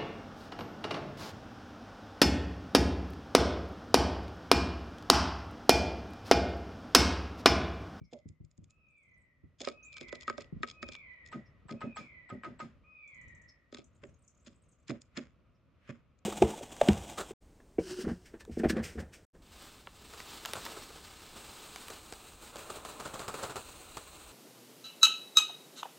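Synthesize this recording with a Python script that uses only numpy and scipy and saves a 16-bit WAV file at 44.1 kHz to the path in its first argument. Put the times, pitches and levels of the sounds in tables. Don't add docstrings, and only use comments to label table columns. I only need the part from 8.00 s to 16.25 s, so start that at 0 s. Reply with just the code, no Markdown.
import sys
import numpy as np
from scipy import signal
from scipy.fft import rfft, irfft, next_fast_len
from scipy.io import wavfile

SR = 44100
rng = np.random.default_rng(int(sys.argv[2]) if len(sys.argv) > 2 else 0)


def master_out(mix):
    frames = np.transpose(np.atleast_2d(mix))
    ceiling = np.clip(frames, -1, 1)
    pcm = np.round(ceiling * 32767).astype(np.int16)
    wavfile.write(sys.argv[1], SR, pcm)


N = 363825

# frequency in Hz, relative strength in dB per Hz.
AIR_SPECTRUM = [(25, -18), (62, 4.5), (125, 0), (200, -7), (260, -9), (400, -18), (590, -14.5),
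                (810, -27.5), (1260, -19), (1650, -29.5), (2500, -27), (4000, -39.5), (9000, -63.5)]
# time in seconds, distant wash in relative dB, leaf hiss in relative dB.
BREEZE = [(0, -84.5, -96), (1.5, -80.5, -93), (1.999, -69.5, -89.5), (3.5, -70.5, -90.5),
          (5.2, -74.5, -88.5), (8.25, -74, -91.5)]
# start in seconds, relative level in dB, length in seconds, pitch factor.
WHISTLES = [(-.31, -78, 0.69, 1.06), (0.68, -68.5, 0.7, 1.022), (1.707, -55.5, 0.64, 1.01),
            (2.716, -55, 0.63, 1.004), (3.745, -58, .68, 1.01), (4.831, -56, 0.61, 0.99)]
# start in seconds, level of the first push in dB, count of pushes.
THUDS = [(.013, -49.5, 1), (.256, -49.5, 2), (.402, -52, 2), (.582, -55, 2), (1.435, -56.5, 1),
         (2.524, -43, 3), (3.652, -58, 1)]
# start in seconds, level in dB.
PEEPS = [(0.034, -71.5), (3.449, -72), (5.477, -57.5), (7.54, -84)]
# start in seconds, level in dB, centre in Hz, count of chips.
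CHIP_RUNS = [(5.076, -76, 7050, 6), (5.841, -72, 7200, 1), (6.277, -67, 6940, 1)]
# start in seconds, length in seconds, loudest chirps in dB.
CHATTER = [(0.867, 0.35, -78), (5.918, 1, -68.5)]
# start in seconds, tray body in dB,
# kernel in relative dB, husk in relative dB, body centre in Hz.
CRUNCHES = [(0.132, -48, -71, -58.5, 530), (1.61, -47.5, -61, -47.5, 580), (1.646, -69, -54.5, -58.5, 550),
            (6.038, -51, -57.5, -64, 310), (6.471, -55, -64.5, -58, 238), (6.9, -36.5, -47, -59, 245),
            (7.176, -40, -46, -51.5, 227), (7.896, -42.5, -52, -63, 190)]
# start in seconds, first bite in relative dB,
# count of bites.
NIBBLES = [(.2885, -63.5, 1), (.449, -72, 5), (7.0178, -55, 1), (8.1896, -73.5, 1)]
# start in seconds,
# first click in relative dB, count of clicks.
CLICK_RUNS = [(1.6161, -42.5, 1), (1.6502, -42, 1), (1.9287, -56, 2), (1.9683, -51.5, 2),
              (2.0851, -56.5, 1), (2.1538, -50.5, 1), (2.21, -51.5, 3), (2.409, -53.5, 2), (2.6753, -53, 2),
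              (2.6999, -46.5, 2), (2.9218, -50, 2), (2.9638, -68, 1), (3.2622, -58, 3), (3.7102, -51.5, 1),
              (6.882, -52, 1), (6.897, -48.5, 2), (7.1738, -42, 1)]
# time in seconds, rim in dB, tray body in dB,
# claw click in relative dB.
KNOCKS = [(1.673, -38, -36.5, -46), (1.686, -44.5, -59, -41.5), (2.011, -59, -49.5, -47),
          (2.127, -45, -43.5, -51), (2.2791, -30.5, -47.5, -47), (2.2984, -33, -44, -45),
          (2.38, -45.5, -44, -49.5), (2.632, -30.5, -44.5, -44.5), (2.828, -40, -46, -46.5),
          (2.888, -54, -52, -47.5), (4.435, -43, -61.5, -77), (5.726, -58, -52, -58.5),
          (5.746, -53, -54.5, -46.5), (5.785, -82, -52.5, -57)]
# time in seconds, rim in dB, tray body in dB,
# husk in relative dB.
PECKS = [(3.326, -45, -42.5, -71.5), (3.692, -47.5, -42, -73.5), (3.815, -41.5, -42, -76),
         (3.968, -42, -51, -62.5), (4.3, -46, -44.5, -79), (4.445, -42.5, -48, -74.5),
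         (4.601, -41.5, -48.5, -67)]
# frequency in Hz, relative level in dB,
# time to fall by 60 dB in seconds (the pecks also cut the ring short).
RING = [(878, -24, 0.034), (1256, 9, 0.16), (1544, -5.5, 0.13), (1980, -23, 0.049), (2080, -11.5, 0.34),
        (2620, -20.5, 0.09)]
# time in seconds, peak level in dB.
RUFFLES = [(7.17, -72.5), (7.887, -65.5)]

# frequency in Hz, width in Hz, strength in dB.
HUSK = [(2380, 480, 9.5), (3380, 460, 6), (4224, 550, -2), (5006, 247, 6), (6700, 770, 4.5)]
# frequency in Hz, width in Hz, strength in dB.
RIM = [(850, 110, -24), (1100, 85, -31), (1272, 53, 13.5), (1535, 180, 5), (1856, 110, 2), (2193, 83, 2.5),
       (2520, 260, -32)]
# frequency in Hz, width in Hz, strength in dB.
BODY = [(138.3, 42, -3.5), (241.5, 33.3, 4), (341.4, 86, -8), (392.6, 106, -11), (565.6, 81, 1)]
# frequency in Hz, width in Hz, strength in dB.
FLEX = [(62, 34, 5), (101, 63, 13.5), (148.5, 20, 12.5), (240, 50, -17)]

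T = np.arange(8192) / SR
NOW = np.arange(N) / SR
EDGE_HZ = 15500

TOP_HZ, LOW_HZ, HOLD, SINK = 1263, 985, 0.16, .42
SCOOP_HZ, SCOOP = 294, 0.0119
BREAK, BREAK_WIDTH, BREAK_HZ, BREAK_DB = .49, 0.049, 89.7, 1.5
DROOP_HZ, DROOP = 90, .1
SWELL, START_DB, RELEASE, END_DB = 0.14, -7, 0.53, -25

PUSH_GAP_S, PUSH_FADE_DB = .039, -3.5
PEEP_HZ, PEEP_S, PEEP_ROUGH_DB = 5270, 0.039, -24
CHIP_GAP_S = .068
CHATTER_PER_S, CHATTER_SPREAD_DB, CHATTER_HZ, CHATTER_OCTAVES = 52, 15.5, 6070, .5
CHIRP_S, CHIRP_GLIDE, CHIRP_ROUGH_DB = 0.019, 0.084, -24
TSEET_S, TSEET_RISE_S, TSEET_FADE_S = 1.827, 0.029, 0.0098
TSEET_FROM_HZ, TSEET_TO_HZ, TSEET_DB = 5940, 7440, -58
SETTLE_S, SETTLE_DB = .054, -20
BITE_GAP_S, BITE_GAIN_DB, BITE_HZ = .0645, 2, 7100
CLICK_GAP_S, CLICK_FADE_DB = .0125, -3.5
CLICK_HZ, CLICK_DB_PER_OCTAVE = 4570, 75
BOOM_HZ, BOOM_DB_PER_OCTAVE = 363, 32
RUFFLE_S = 0.05


def amp(db):
    return 10 ** (np.asarray(db) / 20)


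def level(x, db, span=None):
    opening = x[..., :span and round(span * SR)]
    return x * amp(db) / np.sqrt(np.mean(opening ** 2) + 1e-24)


def add(mix, s, sound):
    at = round(s * SR)
    sound = sound[..., max(-at, 0):]
    part = mix[:, max(at, 0):][:, :sound.shape[-1]]
    part += sound[..., :part.shape[1]]


def band(x, lo_hz, hi_hz, order=3):
    size = next_fast_len(x.shape[-1] + 1024)
    s = 1j * (np.fft.rfftfreq(size, 1 / SR) + 1e-6)
    u = (s * s + lo_hz * hi_hz) / (s * (hi_hz - lo_hz))
    slope = np.polyval(np.poly(signal.buttap(order)[1]).real, u)
    return irfft(rfft(x, size) / slope, size)[..., :x.shape[-1]]


def pair(size, apart):
    mid, side = rng.standard_normal((2, size))
    return np.array([mid + apart * side, mid - apart * side])


def pan(x, db):
    return x * amp([[db / 2], [-db / 2]])


def contact(decay, tail_db, tail, apart):
    return pair(len(T), apart) * (np.exp(-T / decay) + amp(tail_db) * np.exp(-T / tail))


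def resonate(x, modes):
    s = 1j * np.fft.rfftfreq(len(T), 1 / SR)
    gain = sum(amp(db) * s * width / (s * s + s * width + hz * hz) for hz, width, db in modes)
    return irfft(rfft(x) * gain)


def tray(force, hz):
    boom = band(resonate(force, BODY), hz * 0.74, hz * 1.41, order=1)
    return pan(band(boom, 77, 587), db=-4.5)


def outdoors(x, t60, delay):
    t = np.arange(SR) / SR
    chosen = rng.random((2, SR)) < 2000 / SR
    taps = rng.standard_normal((2, SR)) * chosen * amp(-60 * t / t60) * (t > delay)
    return signal.fftconvolve(x, taps / np.linalg.norm(taps[0]), axes=1)[:, :N]


def train(rows, gap, step_db):
    return [(s + k * gap, db + k * step_db) for s, db, count in rows for k in range(round(count))]


def sharp_clicks():
    runs = train(CLICK_RUNS, CLICK_GAP_S, CLICK_FADE_DB)
    return runs + [(s, claw_db) for s, _, _, claw_db in KNOCKS]


def yard():
    hz = np.fft.rfftfreq(N, 1 / SR)
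    f, db = np.transpose(AIR_SPECTRUM)
    s, wash_db, leaf_db = np.transpose(BREEZE)
    air = rfft(pair(N, 0.39)) * amp(np.interp(np.log(hz + 1), np.log(f), db))
    low = 1 / (1 + (hz / 300) ** 4)
    gust = level(band(rng.standard_normal(N), 0.86, 1.8, order=1), 0)
    swell_db = np.interp(NOW, s, wash_db)
    rumble_swell_db = 3.4 * gust + 0.67 * (swell_db - swell_db.mean())
    rumble = level(irfft(air * low, N), -68.0) * amp(rumble_swell_db)
    wash = level(irfft(air * (1 - low), N), -2.03) * amp(swell_db + gust)
    leaves = level(band(pair(N, 0.77), 2300, 6500, order=3), -5.0) * amp(np.interp(NOW, s, leaf_db))
    hiss = level(pair(N, 0.92), -103)
    return pan(rumble, db=1.0) + wash + leaves + hiss


def whistler():
    out = np.zeros((2, N))
    for s, db, length, pitch in WHISTLES:
        u = np.arange(0, 1, 1 / (length * SR))
        sink = np.exp(-np.maximum(u - HOLD, 0) / SINK)
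        hz = LOW_HZ + (TOP_HZ - LOW_HZ) * sink - SCOOP_HZ * np.exp(-u / SCOOP)
        broken = .5 + .5 * np.tanh((u - BREAK) / BREAK_WIDTH)
        hz = hz - BREAK_HZ * broken - DROOP_HZ * np.exp((u - 1) / DROOP)
        start_db = START_DB * np.maximum(1 - u / SWELL, 0)
        end_db = END_DB * (np.maximum(u - RELEASE, 0) / (1 - RELEASE)) ** 2
        effort_db = BREAK_DB * (broken - 1) + start_db + end_db
        waver = level(band(rng.standard_normal(len(u)), 27, 140, order=1), -40.5)
        phase = 2 * np.pi * np.cumsum(hz * pitch * (1 + waver)) / SR
        voice = np.sin(2 * phase) + amp(-26.5) * np.sin(phase)
        voice += amp(-25) * np.sin(np.pi * u) ** 2 * np.sin(3 * phase) + amp(-35.0) * np.sin(4 * phase)
        opening = amp(-10.5) * np.exp(-(u / 0.093) ** 4) * np.sin(phase)
        note = amp(effort_db) * voice + opening
        add(out, s, amp(db) * note * signal.windows.tukey(len(u), .05))
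    return amp(-3.5) * out + amp(4.0) * outdoors(out, t60=0.96, delay=0.017)


def thuds():
    out = np.zeros((2, N))
    for s, db in train(THUDS, PUSH_GAP_S, PUSH_FADE_DB):
        push = resonate(contact(decay=0.003, tail_db=-4.0, tail=0.019, apart=0.87), FLEX)
        add(out, s, level(band(push, 38, 312), db, span=0.049))
    return out


def chirp(length, hz, glide, rough_db):
    u = np.linspace(-.5, .5, round(length * SR))
    flutter = level(band(rng.standard_normal(len(T)), 100, 810, order=1), rough_db)[:len(u)]
    phase = 2 * np.pi * np.cumsum(hz * (1 + glide * u + flutter)) / SR
    return np.cos(np.pi * u) ** 2 * np.sin(phase)


def twitter():
    out = np.zeros((2, N))
    for s, db, hz, count in CHIP_RUNS:
        for k in range(round(count)):
            chip = band(pair(len(T), 0.71), hz * 0.84, hz * 1.1) * T * np.exp(-T / 0.0035)
            add(out, s + k * CHIP_GAP_S, level(chip, db, span=0.033))
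    for s, db in PEEPS:
        add(out, s, amp(db) * chirp(PEEP_S, PEEP_HZ, 0, PEEP_ROUGH_DB))
    for s, length, db in CHATTER:
        for when, high, soft, bend in rng.random((64, 4))[:round(length * CHATTER_PER_S)]:
            hz = CHATTER_HZ * 2 ** (CHATTER_OCTAVES * high)
            note = chirp(CHIRP_S, hz, CHIRP_GLIDE * (2 * bend - 1), CHIRP_ROUGH_DB)
            add(out, s + length * when, amp(db - CHATTER_SPREAD_DB * soft) * note)
    flutter = level(band(rng.standard_normal(len(T)), 100, 900, order=1), -35)
    hz = np.interp(T, [0, TSEET_RISE_S], [TSEET_FROM_HZ, TSEET_TO_HZ]) * (1 + flutter)
    swell = np.minimum(T / .004, 1) * np.exp(-np.maximum(T - TSEET_RISE_S, 0) / TSEET_FADE_S)
    add(out, TSEET_S, amp(TSEET_DB) * swell * np.sin(2 * np.pi * np.cumsum(hz) / SR))
    return out + amp(-4.5) * outdoors(out, t60=0.17, delay=0.0076)


def crunches(rise=0.0077, fall=0.0066):
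    out = np.zeros((2, N))
    age = T - .03
    strain = np.exp(np.minimum(age / rise, -age / fall))
    strain += amp(-21.5) * np.exp(np.minimum(age / 0.0027, -age / 0.049))
    for start, body_db, kernel_db, husk_db, hz in CRUNCHES:
        for s, gain in (start, 1), (start + SETTLE_S, amp(SETTLE_DB)):
            sizes = rng.exponential(1, len(T)) * (rng.random(len(T)) < 3500 / SR)
            cracks = pair(len(T), 0.54) * strain * sizes
            kernel = band(cracks, 1074, 2380)
            add(out, s - .028, gain * level(kernel, kernel_db - 5.0, span=0.072))
            husk = band(resonate(cracks, HUSK), 2800, 6900, order=4)
            add(out, s - .028, gain * level(husk, husk_db - 5.0, span=0.032))
            force = contact(decay=0.014, tail_db=-4.5, tail=0.025, apart=0.13)
            force = force * (1 - np.exp(-T / 0.0014))
            add(out, s - .006, gain * level(tray(force, hz), body_db, span=0.026))
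    return out


def ticks(skid=0.0049, skid_db=-13, width=1.294):
    out = np.zeros((2, N))
    age = T - .01
    grip = amp(skid_db) * np.exp(np.minimum(age, 0) / skid) * (age < 0)
    snap = (np.exp(-abs(age) / 0.0012) + amp(-21.0) * np.exp(-abs(age) / 0.011)) * (age >= 0)
    clicks = [(s, db, CLICK_HZ * 2 ** (-(db + 52.5) / CLICK_DB_PER_OCTAVE)) for s, db in sharp_clicks()]
    bites = [(s, db, BITE_HZ) for s, db in train(NIBBLES, BITE_GAP_S, BITE_GAIN_DB)]
    for s, db, hz in clicks + bites:
        click = resonate(pair(len(T), 0.48) * (grip + snap), HUSK)
        focused = band(click, hz / width, hz * width, order=1)
        click = band(focused, 1600, 7660, order=6) + amp(-42) * click
        add(out, s - .01, level(click, db - 4.5, span=0.016))
    return out


def loose_seed(rustle_db=-69, per_s=150):
    t = NOW[::64]
    busy = sum(amp(.7 * (db + 50)) * np.exp(-((t - s - .012) / .018) ** 2)
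               for s, db in sharp_clicks() if db > -58)
    slips = (rng.random(N) < per_s / SR) * rng.exponential(1, N)
    slips = slips * np.interp(NOW, t, np.minimum(busy, 1))
    fading = signal.lfilter([1], [1, -np.exp(-1 / (0.0017 * SR))], slips + 1e-9)
    grains = pair(N, 0.41) * fading
    ring = resonate(signal.unit_impulse(len(T)), HUSK + BODY[3:] + RIM[2:4])
    rustle = signal.oaconvolve(grains, ring[None], axes=1)[:, :N]
    return level(band(rustle, 300, 5400, order=4), rustle_db)


def knocks():
    out = np.zeros((2, N))
    for s, rim_db, body_db, _ in KNOCKS:
        rim = resonate(contact(decay=0.00098, tail_db=-7.5, tail=0.0067, apart=0.38), RIM)
        add(out, s, level(band(rim, 840, 3050), rim_db, span=0.0067))
        hz = BOOM_HZ * 2 ** ((body_db + 48) / BOOM_DB_PER_OCTAVE)
        force = contact(decay=0.0041, tail_db=-13.0, tail=0.035, apart=0.57)
        add(out, s, level(tray(force, hz), body_db, span=0.033))
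    return out


def pecks(swell=0.0096, hold=0.032, body_delay=0.012, lead=0.0075):
    out = np.zeros((2, N))
    touch_modes = [(940, 280, 8), (1240, 250, -5), (2000, 130, -20.0), (4030, 840, -19)]
    for s, rim_db, body_db, husk_db in PECKS:
        touch = resonate(pair(len(T), 0.46) * T * np.exp(-T / 0.0031), touch_modes)
        add(out, s - lead - .002, level(band(touch, 710, 4500), rim_db - 11.5, span=.012))
        ring = sum(amp(db - 60 * T / t60)
                   * np.sin(2 * np.pi * (hz * rng.normal(1, 0.0044) * T + rng.random()))
                   for hz, db, t60 in RING)
        ring = ring * (1 - np.exp(-T / swell)) / (1 + (T / hold) ** 4)
        ring = level(ring, 0, span=0.039)
        rattle = band(contact(decay=0.01, tail_db=-12.5, tail=0.062, apart=0.55), 240, 2160, order=3)
        rattle = level(rattle, -5.0, span=0.043)
        add(out, s, level(ring + rattle, rim_db, span=0.017))
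        push = pair(len(T), 0.25) * T * np.exp(-T / 0.018)
        wobble = band(band(resonate(push, BODY), 136, 227, order=1), 53, 640)
        add(out, s + body_delay, level(wobble, body_db, span=0.041))
        husk = resonate(contact(decay=0.038, tail_db=-14, tail=0.026, apart=.6), HUSK)
        add(out, s, level(band(husk, 1800, 6240), husk_db + 8, span=0.027))
        squeak = band(pair(len(T), 0.21), 7700, 7750, order=2) * np.exp(-((T - .013) / 0.008) ** 2)
        add(out, s - .018, level(squeak, husk_db - 3.0, span=0.012))
    return out


def feathers():
    brush = sum(amp(db) * np.exp(-abs(NOW - s) / RUFFLE_S) for s, db in RUFFLES)
    return brush * level(band(pair(N, 0.71), 1200, 2750, order=2), 0)


def scene():
    feeder = thuds() + crunches() + ticks() + loose_seed() + knocks() + pecks() + feathers()
    echo = amp(-20.5) * outdoors(feeder, t60=0.16, delay=0.032)
    return yard() + whistler() + twitter() + feeder + echo


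def record(dry):
    lowpass = signal.firwin(255, EDGE_HZ, window=("kaiser", 9), fs=SR)
    return signal.oaconvolve(dry, lowpass[None], "same")


dry = scene()
out = record(dry)
master_out(out)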